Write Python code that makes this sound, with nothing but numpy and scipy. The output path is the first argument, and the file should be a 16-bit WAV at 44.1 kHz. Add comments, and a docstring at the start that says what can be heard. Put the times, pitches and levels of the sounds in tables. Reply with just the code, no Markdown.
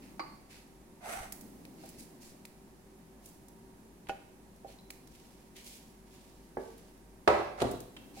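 """Kitchen air and a wavering appliance hum run throughout. A steel dish clinks first, then a pot of noodles
slides over the counter, with rumble, rustles and small steel clinks. A wooden spoon knocks a saucepan as its
thick sauce is poured in, then stirs with soft wet rustles and clicks. The emptied pan brushes the stove top,
is put down hard, skids and settles. Blows ring decaying tones, rubbing is shaped noise, and the room echoes."""
import sys
import numpy as np
from scipy import signal
from scipy.fft import rfft, irfft
from scipy.io import wavfile
from scipy.ndimage import uniform_filter1d, map_coordinates

SR = 44100
rng = np.random.default_rng(int(sys.argv[2]) if len(sys.argv) > 2 else 0)


def store_wav(level_fs):
    """Save 16-bit WAV to argv[1]."""
    pcm = np.round(np.clip(np.atleast_2d(level_fs), -1, 1) * 32767)
    wavfile.write(sys.argv[1], SR, pcm.T.astype(np.int16))


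N = 361619
TIME = np.arange(N) / SR
RING = TIME[:SR]  # one second, the longest that a single blow lasts

# Tones of the saucepan when free: (pitch [Hz], level [dB], time to fall 60 dB [s])
PAN_MODES = [(345, -7, .28), (378, -2, .2), (400, -1, .17), (417, -5, .4), (524, -6, .27), (540, -9, .25),
             (560, -10, .3), (588, -6, .45), (640, -6, .2), (673, -7, .27), (692, -7, .22), (738, -6, .52),
             (765, -2, .14), (800, -6, .3), (872, -10, .36), (962, -12, .45), (1068, -13, .42),
             (1127, -13, .2), (1170, -11, .17), (1299, -9, .35), (1345, -12, .25), (1475, -15, .37),
             (1658, -19, .33), (1868, -17, .17), (1998, -17, .4), (2046, -21, .3), (2196, -18, .33),
             (2290, -16, .27), (2589, -18, .27), (3031, -26, .3), (3700, -20, .15), (3900, -18, .15),
             (4250, -18, .22)]
# Spectrum of the pan's short rattle: (frequency [Hz], level [dB])
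PAN_RATTLE_TONE = [(100, -6.5), (300, -16), (420, -2.5), (560, -4), (750, -1.5), (950, -7), (1200, -5),
                   (1600, -11.5), (2300, -14), (3100, -22.5), (4100, -19.5), (6500, -21.5), (10000, -18.5),
                   (15000, -15)]
STIR_START_S, STROKE_S, STROKE_COUNT = 5.07, 0.49, 4  # the spoon goes round at an even pace


def amp(db):
    """Turn decibels into a gain."""
    return 10 ** (np.asarray(db) / 20)


def unit(x):
    """Scale to an average (rms) strength of 1."""
    return x / np.sqrt(np.mean(x ** 2))


def along(points, hz):
    """Read (Hz, value) points on a log-frequency axis."""
    f, value = np.transpose(points)
    return np.interp(np.log(hz + 1e-3), np.log(f), value)


def freqs(x):
    """List the frequencies in the spectrum of x."""
    return np.fft.rfftfreq(x.shape[-1], 1 / SR)


def colour(x, points):
    """Filter by a (Hz, dB) spectrum."""
    return irfft(rfft(x) * amp(along(points, freqs(x))), x.shape[-1])


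def even(x, size):
    """Spread the energy of a noise burst evenly over the spectrum, so that it favours no note."""
    spectrum = rfft(x)
    power = uniform_filter1d(np.mean(abs(spectrum) ** 2, axis=0), size=size)
    return irfft(spectrum / np.sqrt(power), x.shape[-1])


def noise(size, apart_hz=600):
    """Make noise at two microphones: much alike in the bass, unrelated in the treble."""
    mid, side = rng.standard_normal((2, size))
    alike = 0.87 / (1 + (freqs(mid) / apart_hz) ** 6)
    mid = rfft(mid) * np.sqrt(1 + alike)
    side = rfft(side) * np.sqrt(1 - alike)
    return unit(irfft(np.array([mid + side, mid - side]), size))


def hiss(size, hz, low_db=9, high_db=5):
    """Make a broad noise hump round hz, falling by so many dB an octave to either side."""
    x = noise(size)
    octaves = np.log2((freqs(x) + 1) / hz)
    below = low_db * np.minimum(octaves + 1, 0)  # the fall starts an octave below hz
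    above = -high_db * octaves
    hump_db = np.minimum(below, above).clip(None, 0)
    return unit(irfft(rfft(x) * amp(hump_db), size))


def grains(size, rough_db, count=40):
    """Make a gain that jumps from one tiny slip or burst to the next, each lasting count samples."""
    steps = amp(rough_db * rng.standard_normal(size // count + 1))
    return unit(np.repeat(steps, count)[:size])


def walk(count):
    """Drift by chance between count points spread over the scene."""
    return np.interp(TIME, np.linspace(0, TIME[-1], count), rng.standard_normal(count))


def wander(x, share):
    """Let the pitch of a sound drift up and down by chance."""
    drift = walk(count=200)
    speed = 1 + share * (drift - uniform_filter1d(drift, size=SR // 4))
    place = np.cumsum(speed)
    return np.array([map_coordinates(ch, [place], mode="mirror") for ch in x])


def fade(t, t60):
    """Decay exponentially, by 60 dB in t60 seconds."""
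    return np.exp(-np.log(1000) * t / max(t60, 1e-3))


def swell(t, length, peak_share, power):
    """A hand movement speeds up to a peak and slows to rest; its sound grows as a power of the speed."""
    return np.interp(t / length, [0, peak_share, 1], [0, 1, 0]) ** power


def add(out, s, x):
    """Mix x into out from time s."""
    i = int(s * SR)
    out[:, i:i + x.shape[-1]] += x[..., :max(N - i, 0)]


def ring(modes, hold=1, lag_s=0.00023, split=0.0133, twin_db=-9):
    """Ring decaying modes in close beating pairs; each reaches the two microphones with its own lag."""
    out = 0
    for hz, db, t60 in modes:
        t = RING + np.array([[1], [-1]]) * rng.uniform(-0.82, 1) * lag_s
        twin_hz = hz * (1 + split * rng.uniform(-2.15, 1.94))
        # the twin fades in over one cycle
        twin = amp(twin_db) * np.cos(2 * np.pi * twin_hz * t) * np.minimum(RING * hz, 1)
        pair = np.sin(2 * np.pi * hz * t) + twin
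        out = out + rng.choice([-1, 1]) * amp(db) * fade(RING, t60 * hold) * pair
    return out


def resonate(x, hz, width):
    """Pass x through one damped resonance, at rms 1."""
    return unit(signal.lfilter(*signal.iirpeak(hz, hz / width, fs=SR), x))


def soften(x, hz):
    """A softer contact pushes for longer and leaves out the treble above hz."""
    return signal.sosfilt(signal.butter(2, hz, fs=SR, output="sos"), x)


def radiate(x, hz):
    """A small body radiates little below hz."""
    return signal.sosfilt(signal.butter(2, hz, "high", fs=SR, output="sos"), x)


def crack(spectrum, t60):
    """Noise stands for the crowd of heavily damped modes at the start of a blow."""
    shape = fade(RING, t60)
    burst = even(noise(SR) * shape, size=160)
    burst = colour(burst, spectrum) * (RING < 2 * t60)
    return unit(burst) * np.sqrt(np.mean(shape ** 2))


def knocks(table, modes, spectrum, crack_db, crack_t60):
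    """Each blow on an object rings its modes, if any, and adds a short crack."""
    out = np.zeros((2, N))
    for s, db, contact_hz in table:
        blow = ring(modes) + amp(crack_db) * crack(spectrum, crack_t60)
        add(out, s, amp(db) * soften(blow, contact_hz))
    return out


def rustles(table, tone, jerk_db):
    """Fine grainy rubbing swells and dies away in small jerks; thin films give no bass."""
    out = np.zeros((2, N))
    for s, length, db, hz in table:
        rub = colour(hiss(SR, hz, low_db=4.5, high_db=6.5), tone) * grains(SR, rough_db=2.0)
        jerks = uniform_filter1d(grains(SR, jerk_db, count=500), size=200)
        add(out, s, amp(db) * swell(RING, length, peak_share=0.19, power=0.79) * jerks * rub)
    return signal.sosfilt(signal.butter(3, 1500, "high", fs=SR, output="sos"), out)


def background(waver_db=2, drift_rad=0.52, ambient_db=-57.5):
    """Shaped noise is the steady kitchen air; sine tones of wavering level and phase are an appliance."""
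    # Lines of the hum before they waver: (pitch [Hz], level [dB])
    hum_lines = [(48.4, -66), (96.9, -76.5), (220.7, -72), (382.2, -70.5), (764.4, -81), (936.7, -79)]
    # Spectrum of the kitchen air: (frequency [Hz], level [dB])
    air_tone = [(15, -6.5), (25, -20), (53, -1.5), (74, -14), (185, -2), (217, -2), (354, -7.5), (384, -3),
                (416, -12.5), (911, -16), (1440, -24.5), (1700, -22.5), (3250, -30), (11000, -30),
                (16000, -36)]
    hum = 0
    for hz, db in hum_lines:
        level = np.sqrt(2) * amp(db + waver_db * walk(count=50))
        hum = hum + level * np.sin(2 * np.pi * hz * TIME + drift_rad * walk(count=50))
    return hum + amp(ambient_db) * unit(colour(noise(N), air_tone))


def kitchen(x, first_s=0.0053, build_s=0.014):
    """Reflections off hard walls build up quickly into a diffuse tail that dies at its own rate by pitch."""
    # How long the room rings: (frequency [Hz], time to fall 60 dB [s])
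    room_t60 = [(120, 0.51), (400, 0.54), (1000, 0.5), (3000, 0.66), (12000, 0.62)]
    source, tail = rfft(noise(SR)), 0
    centres = np.geomspace(100, 12800, 8)  # Hz, an octave apart
    for hz, share in zip(centres, np.eye(len(centres))):
        band = irfft(source * along(np.c_[centres, share], freqs(RING)), SR)
        tail = tail + band * fade(RING, along(room_t60, hz))
    build = np.sqrt(np.clip((RING - first_s) / build_s, 0, 1))
    tail = even(tail * build, size=16) * build
    echo = (unit(tail) / np.sqrt(SR))[:, :2 * SR // 3]
    return signal.fftconvolve(x, echo, axes=1)[:, :N]


def rumble():
    """Things moved about nearby give a dull rumble that rises quickly and ebbs."""
    # Movements: (time [s], length [s], peak level [dB])
    moves = [(-0.15, 0.61, -56.5), (1.29, 1.15, -55.5), (7.9, 0.76, -55.5)]
    # Spectrum of the rumble: (frequency [Hz], level [dB])
    dull_tone = [(80, -19), (170, -4), (290, -2), (420, -14.5), (800, -19), (1500, -34.5)]
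    effort = 0
    for s, length, db in moves:
        effort = effort + amp(db) * swell(TIME - s, length, peak_share=0.14, power=0.46)
    return unit(colour(noise(N), dull_tone)) * effort


def steel_dish():
    """A steel dish clinks: its modes ring after a short crack."""
    # Blows: (time [s], level [dB], contact cut-off [Hz])
    blows = [(0.1948, -39.5, 7000)]
    # Tones of the dish: (pitch [Hz], level [dB], time to fall 60 dB [s])
    dish_modes = [(328, -4, .22), (528, -9, .1), (790, -5, .13), (875, -3, .16), (913, -4, .16),
                  (1094, 0, .09), (1130, 3, .14), (1160, -1, .07), (1222, -3, .14), (1470, -7, .12),
                  (1800, -11, .1), (2060, -12, .15), (2099, -12, .15), (2293, -11, .17), (2907, -18, .12),
                  (4015, -17, .26), (4310, -12, .25), (4597, -14, .17), (4700, -10, .18), (4765, -14, .2),
                  (4840, -14, .18)]
    # Spectrum of the crack: (frequency [Hz], level [dB])
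    crack_tone = [(200, -10), (700, -3.5), (1100, 2.5), (1700, -9), (2400, -5.5), (3300, -23), (4600, -14),
                  (7000, -25), (15000, -26)]
    return knocks(blows, dish_modes, crack_tone, crack_db=3.5, crack_t60=0.07)


def utensils():
    """Thin steel pieces ping briefly, each at its own pitch."""
    # Light clinks: (time [s], level [dB], pitch [Hz], ring time [s])
    clink_list = [(1.322, -59, 1900, .2), (1.322, -63, 4500, .2), (4.683, -62, 4260, .08),
                  (4.788, -54, 3980, .06), (7.619, -39, 3950, .03), (7.967, -48, 2690, .04),
                  (7.970, -51, 3120, .06)]
    # Tones of one piece: (multiple of the pitch, level [dB], share of the ring time)
    piece = [(.955, -9, .6), (1, 0, 1), (1.025, -6, .7), (1.23, -12, .55)]
    out = np.zeros((2, N))
    for s, db, hz, t60 in clink_list:
        modes = [(hz * ratio, mode_db, t60 * share) for ratio, mode_db, share in piece]
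        add(out, s, amp(db) * ring(modes))
    return out


def steel_grating():
    """Steel grates briefly against spoon or counter: short cracks without ringing tones."""
    # Grates: (time [s], level [dB], contact cut-off [Hz])
    grate_list = [(4.070, -56, 3000), (4.087, -47, 2600), (7.603, -43.5, 5000), (7.614, -43.5, 4970),
                  (7.619, -40, 5900), (7.966, -51.5, 3870)]
    # Spectrum of a grate: (frequency [Hz], level [dB])
    tick_tone = [(500, -8), (1800, -5), (2700, -3.5), (4000, -4), (5500, -10), (10000, -2), (15000, -13.5)]
    return knocks(grate_list, [], tick_tone, crack_db=11.5, crack_t60=0.038)


def handling_snaps():
    """Handling gives sharp dry snaps: very short cracks without ringing tones."""
    # Snaps: (time [s], level [dB], contact cut-off [Hz])
    snap_list = [(1.322, -49, 6000), (1.652, -51, 10000), (2.4525, -48, 10000), (4.904, -43, 9000)]
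    # Spectrum of a snap: (frequency [Hz], level [dB])
    snap_tone = [(600, -8), (1500, -16.5), (2300, 2), (3200, -13), (4300, -5), (7000, -18), (15000, -6)]
    return knocks(snap_list, [], snap_tone, crack_db=9.0, crack_t60=0.02)


def glove_rubs():
    """Gloves rub on the cookware, with the hollow ring of the rubbed steel."""
    # Rubs: (time [s], length [s], level [dB], brightness [Hz])
    rub_list = [(0.01, .15, -60.5, 2600), (0.49, 0.16, -54.5, 3400), (1.76, 0.36, -59.5, 4430),
                (1.975, 0.1, -54, 9500), (2.2, 0.16, -55, 6860), (8.13, 0.34, -52.5, 4600)]
    # Spectrum of the rubbed steel: (frequency [Hz], level [dB])
    steel_tone = [(1400, -1), (2000, 0), (2600, 1.5), (3300, -6), (4000, -1), (4900, 0.5), (6000, -1),
                  (10500, 0.5), (15000, -2)]
    return rustles(rub_list, steel_tone, jerk_db=1.0)


def strokes(stroke_db=-64, bright_hz=5300):
    """List evenly repeated spoon strokes through the noodles, as (s, length s, dB, Hz) rows."""
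    return [(STIR_START_S + k * STROKE_S, STROKE_S, stroke_db, bright_hz) for k in range(STROKE_COUNT)]


def wet_rustles():
    """Sauce and noodles squelch, and the spoon stirs them with soft wet rustles."""
    # Squelches: (time [s], length [s], level [dB], brightness [Hz])
    squelch_list = [(3.22, 0.17, -60.5, 10500), (4.665, 0.11, -58.5, 4020), (5.55, 0.1, -50.5, 3570),
                    (5.64, 0.17, -50.5, 7250)]
    # Spectrum of the wet rubbing: (frequency [Hz], level [dB])
    wet_tone = [(1500, -6.5), (2300, 1.5), (3500, -1), (5000, -0.5), (7000, -0.5), (11000, 1),
                (15000, -0.5)]
    return rustles(squelch_list + strokes(), wet_tone, jerk_db=2.0)


def smacks(pour_start_s=3.8, per_s=3, middle_db=-58, spread_db=4, bright_hz=11500):
    """List faint chance clicks from the first pour to the last stroke, as (s, dB, Hz) rows."""
    span = STIR_START_S + STROKE_COUNT * STROKE_S - pour_start_s
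    chance = rng.random((int(per_s * span), 2))
    return [(pour_start_s + span * when, middle_db + spread_db * (2 * size - 1), bright_hz)
            for when, size in chance]


def sticky_clicks(rise_s=0.0028, click_t60_s=0.022, fizz_db=-21, fizz_t60_s=0.3, off_centre_db=0.5):
    """Wet films of glove, sauce and noodles part in a quick cluster of snaps, then fizz faintly."""
    # Clicks: (time [s], level [dB], brightness [Hz])
    click_list = [(1.3215, -30.5, 12500), (1.409, -40, 14000), (1.857, -44, 11600), (1.889, -42, 12000),
                  (1.899, -46, 12000), (2.451, -43, 11500), (3.257, -42, 13500), (3.286, -47, 13000),
                  (3.482, -46.5, 13000), (4.087, -44, 11500), (4.904, -38, 12000), (5.072, -49.5, 8000),
                  (5.642, -46, 11000), (6.778, -49.5, 10000), (7.619, -37, 11500), (7.712, -36.5, 13500),
                  (7.803, -39, 11500)]
    out, t = np.zeros((2, N)), RING[:SR // 5]
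    decay = fade(t, click_t60_s) + amp(fizz_db) * fade(t, fizz_t60_s)
    shape = np.minimum(t / rise_s, 1) * decay
    for s, db, hz in click_list + smacks():
        snaps = hiss(len(t), hz, low_db=11.5, high_db=3.5) * grains(len(t), rough_db=3.0, count=20)
        add(out, s, amp(db) * shape * snaps)
    # the clicks come from a little to the right
    return out * amp(off_centre_db * np.array([[-1], [1]]) / 2)


def wooden_spoon():
    """A wooden spoon knocks the saucepan, with dull little knocks before and after: short modes and a crack."""
    # Knocks: (time [s], level [dB], contact cut-off [Hz])
    blows = [(1.836, -48.5, 900), (4.0945, -33, 5000), (4.646, -41, 626), (4.690, -53, 900),
             (8.171, -49.5, 900)]
    # Tones of the knock: (pitch [Hz], level [dB], time to fall 60 dB [s])
    spoon_modes = [(382, -12, .14), (465, -8, .12), (560, -9, .12), (650, -2, .1), (786, 3, .125),
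                   (1462, -7, .08), (2200, -14, .05), (2590, -9, .08), (3020, -13, .05)]
    # Spectrum of the crack: (frequency [Hz], level [dB])
    crack_tone = [(150, -13), (550, 13), (850, -19), (1150, -12), (1500, -4), (2700, -0.5), (3600, -13),
                  (5000, -9.5), (15000, -15)]
    return knocks(blows, spoon_modes, crack_tone, crack_db=-1.0, crack_t60=0.06)


def sliding_pot(broad_db=-1.0, bright_power=0.23, body_power=0.94):
    """Dense slips of the base excite the loaded pot's damped modes, duller when slow; the base also groans."""
    # Pushes that slide the pot: (time [s], length [s], peak level [dB])
    push_list = [(1.002, 0.22, -41), (1.158, .14, -48)]
    # Spectrum of the broad scrape: (frequency [Hz], level [dB])
    scrape_tone = [(200, -15), (550, -0.5), (750, -1.5), (950, -3), (1400, 0), (2100, -7.5), (3200, -11.5),
                   (5000, -15), (9000, -14), (15000, -21)]
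    # Resonances of the loaded pot: (pitch [Hz], width [Hz], level [dB])
    pot_modes = [(2100, 86, -14), (2500, 90, -23), (6130, 200, -19.5), (7800, 130, -16), (9000, 350, -16),
                 (10550, 160, -20), (12250, 500, -22)]
    # The counter flexes under a shifting load: (time [s], level [dB])
    bumps = [(1.159, -53), (1.206, -45.5), (7.631, -42)]
    # Tones of such a bump: (pitch [Hz], level [dB], time to fall 60 dB [s])
    bump_modes = [(32, -1, 0.2), (57.4, -2, 0.15), (90, 2, 0.057)]
    groan_hz, groan_width_hz, groan_db = 735, 180, -46
    groan_start_s, groan_length_s = 1.013, 0.29

    slips = noise(N) * grains(N, rough_db=2.0) * grains(N, rough_db=0.9, count=400)
    body = amp(broad_db) * unit(colour(slips, scrape_tone))
    for hz, width, db in pot_modes:
        body = body + amp(db) * resonate(slips, hz, width)
    push = 0
    for s, length, db in push_list:
        push = push + amp(db) * swell(TIME - s, length, peak_share=0.56, power=1.1)
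    speed = push / push.max()  # as a share of the fastest
    treble = colour(body, [(3000, -40), (7000, 0)])
    low = body - treble
    out = push.max() * (low * speed ** body_power + treble * speed ** (1 + bright_power))

    groan = resonate(resonate(slips, groan_hz, groan_width_hz), groan_hz, groan_width_hz)
    groan = wander(groan, share=0.025)  # the resonance shifts as the contact changes
    groan_shape = swell(TIME - groan_start_s, groan_length_s, peak_share=0.19, power=0.59)
    out = out + amp(groan_db) * groan * groan_shape
    for s, db in bumps:
        add(out, s, amp(db) * ring(bump_modes))
    return out


def stove_brush():
    """The saucepan brushes the stove top: ringing modes and a crack."""
    # Touches: (time [s], level [dB], contact cut-off [Hz])
    blows = [(6.5700, -39.5, 2200), (6.582, -43, 520)]
    # Tones of the touch: (pitch [Hz], level [dB], time to fall 60 dB [s])
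    stove_modes = [(275, -9, .28), (366, -4, .12), (389, 3, .16), (450, -1.5, .26), (518, -4, .24),
                   (590, -4, .1), (670, -5, .12), (780, -3, .08), (870, -5, .22), (930, -7, .1),
                   (1147, -14, .33), (1240, -19, .3), (1545, -2, .045), (1690, -12, .15), (2164, -20, .2),
                   (2280, -21, .22)]
    # Spectrum of the crack: (frequency [Hz], level [dB])
    crack_tone = [(150, -9), (420, 3), (800, 3), (1300, -11), (1600, -10), (2000, -9), (2700, -27),
                  (12000, -32)]
    return knocks(blows, stove_modes, crack_tone, crack_db=4.5, crack_t60=0.065)


def skid(contact_hz=5500, tone_db=-3, start_s=7.572, length_s=0.0525, drag_db=-42.5):
    """The tilted pan stutters on its edge until its base comes down, stirring its rattle and damped modes."""
    slips = noise(SR) * grains(SR, rough_db=1.0, count=150)
    rattle = unit(soften(colour(slips, PAN_RATTLE_TONE), contact_hz))
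    tone = unit(signal.fftconvolve(slips, ring(PAN_MODES, hold=0.35), axes=1)[:, :SR])
    drag = swell(RING, length_s, peak_share=0.89, power=0.54)
    out = np.zeros((2, N))
    add(out, start_s, amp(drag_db) * drag * (rattle + amp(tone_db) * tone))
    return out


def saucepan(ring_db=-7.5, rattle_t60=0.065):
    """The pan lands, bounces and rocks to rest; its weight thumps the counter, which then damps it."""
    # Contacts: (time [s], level [dB], contact cut-off [Hz], counter thump [dB], rattle [dB]),
    # the last two relative to the level
    landings = [(7.2758, -17, 3400, -16, 5.5), (7.3030, -31, 2000, -16.5, 7), (7.397, -38, 1300, -20, 5),
                (7.526, -39.5, 900, -18, 3), (7.615, -31.5, 700, -4, 3.5), (7.6190, -25, 890, -5, 4),
                (7.6245, -26.5, 740, -3.5, 6), (7.642, -28.5, 750, -1.5, 6), (7.668, -33.5, 650, -2, 4)]
    # Tones of the counter when free: (pitch [Hz], level [dB], time to fall 60 dB [s])
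    counter_modes = [(44, -9, .3), (74, -3, .2), (115, -10, .45), (136, -13, .25), (222, -2, .18),
                     (257, -2, .22), (285, -2, .18), (402, 1, .16)]
    # a contact this hard lets the pan ring freely; flatter, softer ones damp it
    free_contact_hz, damping_power = 3200, 0.7
    settle_s, settle_t60_s = 7.63, 0.38  # once the whole base is down, the counter mutes the metal
    metal, thump = np.zeros((2, 2, N))
    for s, db, contact_hz, thump_db, rattle_db in landings:
        hold = min(contact_hz / free_contact_hz, 1) ** damping_power
        rattle = amp(rattle_db) * crack(PAN_RATTLE_TONE, rattle_t60)
        blow = amp(ring_db) * ring(PAN_MODES, hold) + rattle
        add(metal, s, amp(db) * soften(blow, contact_hz))
        add(thump, s, amp(db + thump_db) * ring(counter_modes, hold))
    metal = metal * fade(np.maximum(TIME - settle_s, 0), settle_t60_s)
    return radiate(metal, hz=219) + radiate(thump, hz=69.0)


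def scene():
    """Every source but the background is heard directly and, by its own share, through the room."""
    near = glove_rubs() + wet_rustles() + sliding_pot() + rumble()
    dish = steel_dish()
    clinks = utensils() + steel_grating()
    clicks = handling_snaps() + sticky_clicks()
    spoon = wooden_spoon()
    stove = stove_brush()
    pan = saucepan() + skid()
    sources = [(near, -7.0), (dish, -6.5), (clinks, -4.0), (clicks, -9.0),
               (spoon, -11.0), (stove, -5.5), (pan, -3)]  # (sound, level sent to the room [dB])
    direct = sum(sound for sound, _ in sources)
    room = kitchen(sum(amp(db) * sound for sound, db in sources))
    return direct + room + background()


def record(dry):
    """The microphones have a small treble peak, the right one is a little brighter; the top is cut steeply."""
    # Balance of the two sides: (frequency [Hz], left minus right [dB])
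    balance = [(250, 1.7), (700, -4), (4000, -0.5), (12000, -4.5)]
    # Response of both microphones: (frequency [Hz], level [dB])
    response = [(8000, 0.5), (10000, 1), (10900, 2), (12000, 0)]
    top_hz = 15900
    x = np.array([colour(ch, [(hz, side * db / 2) for hz, db in balance]) for ch, side in zip(dry, (1, -1))])
    x = colour(x, response)
    return signal.sosfilt(signal.ellip(10, 0.2, 70, top_hz, fs=SR, output="sos"), x)


dry = scene()
out = record(dry)
store_wav(out)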